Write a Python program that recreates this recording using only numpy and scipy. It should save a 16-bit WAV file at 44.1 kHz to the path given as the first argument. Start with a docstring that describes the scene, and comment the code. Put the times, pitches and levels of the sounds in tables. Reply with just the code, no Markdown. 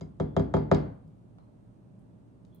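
"""Over the low hum of a small room, a metal spoon taps the rim of a full plastic tumbler five times,
harder each time, to shake off the drops. Each tap clicks and chatters at the rim and thuds through
the wooden table, and after the hard ones the tumbler rocks back. Then a hand nudges the table, and
the spoon moves to the next cup with a few faint ticks, singing softly."""
import sys
import numpy as np
from scipy import signal
from scipy.fft import rfft, irfft
from scipy.io import wavfile

SR = 44100
rng = np.random.default_rng(int(sys.argv[2]) if len(sys.argv) > 2 else 0)


def digitize_waveform(pressure):
    """Quantize a signal to 16-bit integers and store it at the path in sys.argv[1].

    Rows of a 2-D input are taken as channels; values are limited to [-1, 1].
    """
    field = np.atleast_2d(pressure).T
    bounded = np.clip(field, -1, 1)
    quanta = np.round(bounded * 32767).astype(np.int16)
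    wavfile.write(sys.argv[1], SR, quanta)


N = 114660
T = np.arange(N) / SR
HZ = np.maximum(np.arange(N // 2 + 1) * SR / N, 1)

# The room's reverb. Each row: frequency in Hz, t60 in seconds.
ROOM_DECAY = [(80, 0.84), (300, 0.4), (1000, 0.54), (2500, 0.45), (5000, 0.33), (11000, 0.3)]


def from_db(db):
    """Decibels to gain."""
    return 10 ** (np.asarray(db) / 20)


def at_hz(points, hz):
    """Read a curve on a log-frequency axis."""
    freqs, values = np.transpose(points)
    return np.interp(np.log(hz), np.log(freqs), values)


def decay(t60):
    """An envelope that falls 60 dB in t60 seconds."""
    return np.exp(-np.log(1000) * T / t60)


def add(out, start_s, sound):
    """Mix a sound in from its start time."""
    start = int(start_s * SR)
    out[:, start:] += sound[:, :N - start]


def butter(x, kind, hz, order):
    """Causal Butterworth filter."""
    return signal.sosfilt(signal.butter(order, hz, kind, fs=SR, output="sos"), x)


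def bring_out(x, hz, db, octaves):
    """Lift one resonance with a bell-shaped boost."""
    half = 2 ** (octaves / 2)
    return x + (from_db(db) - 1) * butter(x, "band", (hz / half, hz * half), order=1)


def stereo_noise(correlation):
    """Spectra of left and right white noise with a given correlation."""
    mid, side = rfft(rng.standard_normal((2, N)))
    return np.sqrt((1 + correlation) / 2) * mid + np.sqrt((1 - correlation) / 2) * side * [[1], [-1]]


def noise_band(offset, correlation):
    """Bell-shaped noise band of rms 1; offset is each frequency's distance from the centre, in widths."""
    band = irfft(stereo_noise(correlation) * np.exp(-.5 * offset ** 2), N)
    return band / band.std()


def burst(levels, t60s, build_up_cycles=.83):
    """Diffuse noise in half-octave bands, each swelling quickly and dying at its own rate."""
    # Stereo width. Each row: frequency in Hz, left-right correlation.
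    width = [(60, 0.89), (150, .7), (300, 0.56), (600, -0.43), (2000, -0.012), (10000, 1)]
    noise = stereo_noise(at_hz(width, HZ)) * from_db(at_hz(levels, HZ))
    out = np.zeros((2, N))
    for hz in 45 * 2 ** (np.arange(18) / 2):
        band = irfft(noise * (np.abs(np.log2(HZ / hz)) < 1 / 4), N)
        makeup_gain = np.sqrt(SR / (hz * np.log(2)))
        swell = 1 - np.exp(-T * hz / build_up_cycles)
        out += band * makeup_gain * swell * decay(at_hz(t60s, hz))
    return out


def placed(x):
    """Spread a mono sound in stereo by level and phase."""
    # Each row: frequency in Hz, left minus right in dB.
    balance = [(100, -1.5), (250, 5.5), (400, -5), (650, 3), (1150, -6), (1700, 5.5), (4000, -3)]
    # Each row: frequency in Hz, phase lead of the left in radians.
    left_lead = [(150, .25), (300, .54), (400, 1.84), (540, -1.9), (860, 0.53), (1100, 1.7), (2000, 1.35),
                 (5000, -0.053)]
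    pan = from_db(at_hz(balance, HZ) / 2) * np.exp(.5j * at_hz(left_lead, HZ))
    return irfft(rfft(x) * np.array([pan, 1 / pan]), N)


def room_tone():
    """A steady low rumble that reaches the left first, with faint hiss and mains hum."""
    # Colour of the air. Each row: frequency in Hz, relative level in dB.
    colour = [(15, -64), (25, -28), (43, -6.5), (66, -6.5), (93, -13.5), (110, -3), (130, -2), (141, -7),
              (175, -1.5), (229, -8.5), (262, -8), (300, -11), (372, -15), (514, -22), (621, -17.5),
              (674, -24.5), (932, -28.5), (1980, -44), (2330, -45), (6000, -54.5), (8300, -51),
              (15900, -68)]
    # Its stereo width. Each row: frequency in Hz, left-right correlation.
    width = [(60, 0.39), (200, 0.67), (500, 0.095), (1500, 0.15), (5000, 0.13), (10000, 0.8)]
    hum_hz, left_lead_s = 111.7, .00033
    lead = np.exp(2j * np.pi * HZ * left_lead_s * np.array([[1], [0]]))
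    air = irfft(stereo_noise(at_hz(width, HZ)) * from_db(at_hz(colour, HZ)) * lead, N)
    air = butter(air, "low", hz=12500, order=6)
    hum = np.sin(2 * np.pi * hum_hz * T)
    bed = from_db(-54.5) * air / air.std() + from_db(-58.5) * hum
    return bed * from_db([[-.9], [.8]])  # leans right


def spoon_singing():
    """The freed spoon sings in faint, rough, narrow tones."""
    # Each row: start in seconds, pitch in Hz, level in dB, swell in seconds, t60 in seconds.
    rings = [(.21, 3410, -74, .05, .9), (1.386, 4140, -84, .004, .35), (2.51, 3380, -72, .04, .55),
             (2.53, 4130, -81, .015, .25)]
    width_hz = 110
    out = np.zeros((2, N))
    for start, hz, db, swell_s, t60 in rings:
        ring = noise_band((HZ - hz) / width_hz, correlation=.41)
        add(out, start, from_db(db) * ring * (1 - np.exp(-T / swell_s)) * decay(t60))
    return out


def faint_ticks():
    """Light ticks of the spoon and of drops, each with a little room tail."""
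    # Each row: start in seconds, centre in Hz, width in octaves, level in dB,
    # tail against the tick in dB, left-right correlation.
    ticks = [(1.077, 5050, 0.96, -80, -12, .52), (1.3851, 774, 0.54, -53.5, -11, -0.29),
             (1.387, 2810, .6, -74, -12, .2), (1.992, 9000, 0.28, -80, -9, .3),
             (2.45, 4000, .7, -68, -15.5, 0.44), (2.5475, 13900, 0.32, -52, -29, -0.68),
             (2.558, 12030, 0.34, -66, -17, -.2)]
    out = np.zeros((2, N))
    for start, hz, octaves, db, tail_db, correlation in ticks:
        noise = noise_band(np.log2(HZ / hz) / octaves, correlation)
        envelope = decay(t60=.013) + from_db(tail_db) * decay(at_hz(ROOM_DECAY, hz))
        add(out, start, from_db(db) * noise * envelope)
    return out


def hand_nudges(thump):
    """A hand nudges the table: a soft, narrow band of its thump."""
    # Each row: start in seconds, gain in dB.
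    nudges = [(1.033, -24), (1.385, -37)]
    bump = butter(thump, "band", hz=(142, 217), order=2)
    out = np.zeros((2, N))
    for start, db in nudges:
        add(out, start, from_db(db) * bump)
    return out


def table_thud():
    """A bending wave crosses the table top, treble first; table and tumbler ring and the room answers."""
    # Colour of the wave. Each row: frequency in Hz, gain in dB.
    wave_colour = [(100, -11), (250, 15), (420, 13.5), (650, 22.5), (900, 14), (1300, 12.5), (1600, 9),
                   (2200, -1), (3000, -16), (6000, -40)]
    # The loaded table, then the tumbler's wall. Each row: pitch in Hz, level in dB, t60 in seconds.
    table_modes = [(64.95, -31.5, 0.59), (96.3, -25.5, 0.36), (151.5, -21, 0.4), (167.3, -13.5, .14),
                   (204.1, -31.5, 0.2), (261.5, -22, 0.37), (310.3, -34, 0.33), (371.6, -13, .058),
                   (396.7, -14, 0.17), (492.2, -24, 0.17), (551, -23.5, 0.12), (657, -22, 0.16),
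                   (750, -27, .16), (865.8, -35, 0.3)]
    tumbler_modes = [(983, -30.5, .14), (1020, -45.5, 0.042), (1125, -35.5, 0.17), (1228, -31, 0.11),
                     (1338, -29.5, 0.098), (1645, -42, 0.23), (1728, -42, 0.2), (1990, -54.5, .25),
                     (2097, -50, 0.37)]
    # The room tail. Each row: frequency in Hz, level in dB per half octave.
    tail = [(60, -47.5), (130, -32.5), (300, -26.5), (550, -30.5), (1100, -41.5), (1900, -46),
            (2800, -53.5), (4500, -47.5), (8000, -76.5)]
    travel_s_at_1khz, round_trip_s, edge_loss_db, build_up_cycles = .00217, .0063, 7, .38
    travel_s = travel_s_at_1khz * np.sqrt(1000 / HZ)
    chirp = from_db(at_hz(wave_colour, HZ)) * np.exp(-4j * np.pi * HZ * travel_s)
    edge_echo = -from_db(-edge_loss_db) * np.exp(-2j * np.pi * HZ * round_trip_s)
    low_cut = HZ ** 2 / (HZ ** 2 + table_modes[0][0] ** 2)  # fades below the lowest mode
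    body = irfft(chirp * (1 + edge_echo + edge_echo ** 2) * low_cut, N)
    for k, (hz, db, t60) in enumerate(table_modes + tumbler_modes):
        swell = 1 - np.exp(-T * hz / build_up_cycles)
        body += (-1) ** k * from_db(db) * np.sin(2 * np.pi * hz * T) * swell * decay(t60)
    return (placed(body) + burst(tail, ROOM_DECAY)) * (T < T[-1] / 2)


def rim_click():
    """Metal on plastic: a short crack and the room's answer."""
    # The crack, then its room tail. Each row: frequency in Hz, level in dB per half octave.
    colour = [(1000, -72), (2300, -38.5), (2800, -39.5), (3500, -27.5), (4300, -38), (5200, -39),
              (7000, -38), (9000, -60.5), (12000, -68.5), (16000, -75.5)]
    tail = [(1000, -48.5), (2500, -68), (3400, -62), (5100, -69), (7000, -67), (9500, -81.5), (12000, -87),
            (16000, -105)]
    t60_s = .0097  # in every band
    crack = burst(colour, [(HZ[-1], t60_s)], build_up_cycles=3.3)
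    return (crack + burst(tail, ROOM_DECAY)) * (T < T[-1] / 2)


def spoon_modes():
    """The modes of spoon and rim, each a narrow, slightly rough band of ringing noise."""
    # Each row: pitch in Hz, level in dB, t60 in seconds.
    modes = [(2170, -55, .22), (3250, -53, .13), (4000, -63, .16), (4860, -54.5, .19), (5250, -61, .17),
             (6900, -66, .13), (8420, -69, .13), (9500, -74, .13), (10300, -79, .12), (12000, -77, .14)]
    width_hz = 60
    return np.array([from_db(db) * noise_band((HZ - hz) / width_hz, correlation=.47) * decay(t60)
                     for hz, db, t60 in modes])


def chatter(clink):
    """The spoon rattles as it lands: a quick, uneven run of ever weaker touches."""
    touches, gap_s, loss_db = 3, .0028, 8
    out, start = np.zeros((2, N)), 0
    for k, gap in enumerate(gap_s * np.exp(.3 * rng.standard_normal(touches))):
        add(out, start, from_db(-k * loss_db) * clink)
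        start += gap
    return out


def spoon_taps(thump, knock):
    """Harder taps hit louder and brighter; the contact spot makes the blow hollow and the clink bite."""
    # Taps and the tumbler's rebounds. Each row: start in seconds, thump gain in dB, knock gain in dB,
    # hollow resonance in Hz, its boost in dB, contact hardness as a cutoff in Hz, clink gain in dB,
    # biting resonance in Hz, its boost in dB.
    hits = [(.0095, -15.5, -29.5, 175, 5, 800, -15, 6570, 7.5),
            (0.1991, -4, -10, 480, 4, 900, -10.5, 3280, 3),
            (0.365, -1.5, -5, 690, 4.5, 1100, -5.5, 3250, 7.5),
            (0.3953, -8, -14, 300, 6, 1200, -12.5, 6630, 2), (.539, 0, -5, 850, 5.5, 1600, -6.5, 8840, 6.5),
            (0.5666, -13, -13.5, 460, 6, 2000, -15.5, 4860, 4.5),
            (0.714, 0, 0, 590, 4, 3000, -1.5, 5240, 2), (0.7464, -16.5, -37, 500, 3, 4000, -3, 5624, 2.5)]
    click, modes = rim_click(), spoon_modes()
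    spread_db = 2.5  # each hit lands on another spot and rebalances the modes
    spots = from_db(spread_db * rng.standard_normal((len(hits), len(modes))))
    out = np.zeros((2, N))
    for hit, spot in zip(hits, spots):
        start, thump_db, knock_db, hollow_hz, hollow_db, hardness_hz, clink_db, bite_hz, bite_db = hit
        blow = from_db(thump_db) * thump + from_db(knock_db) * knock
        blow = bring_out(blow, hollow_hz, hollow_db, octaves=.15)
        blow = butter(blow, "low", hardness_hz, order=1)
        ring = np.einsum("m,mct->ct", spot, modes)
        clink = bring_out(click + ring, bite_hz, bite_db, octaves=.12)
        add(out, start, blow + from_db(clink_db) * chatter(clink))
    return out


def scene():
    """Split the table's thud into low thump and woody knock, then mix all layers over the room."""
    thud = table_thud()
    thump = butter(thud, "low", hz=133, order=1)
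    knock = thud - thump
    return spoon_taps(thump, knock) + hand_nudges(thump) + faint_ticks() + spoon_singing() + room_tone()


def record(dry):
    """Roll off the deepest bass and cut the top steeply."""
    top_hz = 15800
    trimmed = butter(dry, "high", hz=43.5, order=2)
    return signal.sosfilt(signal.ellip(10, .1, 80, top_hz, fs=SR, output="sos"), trimmed)


dry = scene()
out = record(dry)
digitize_waveform(out)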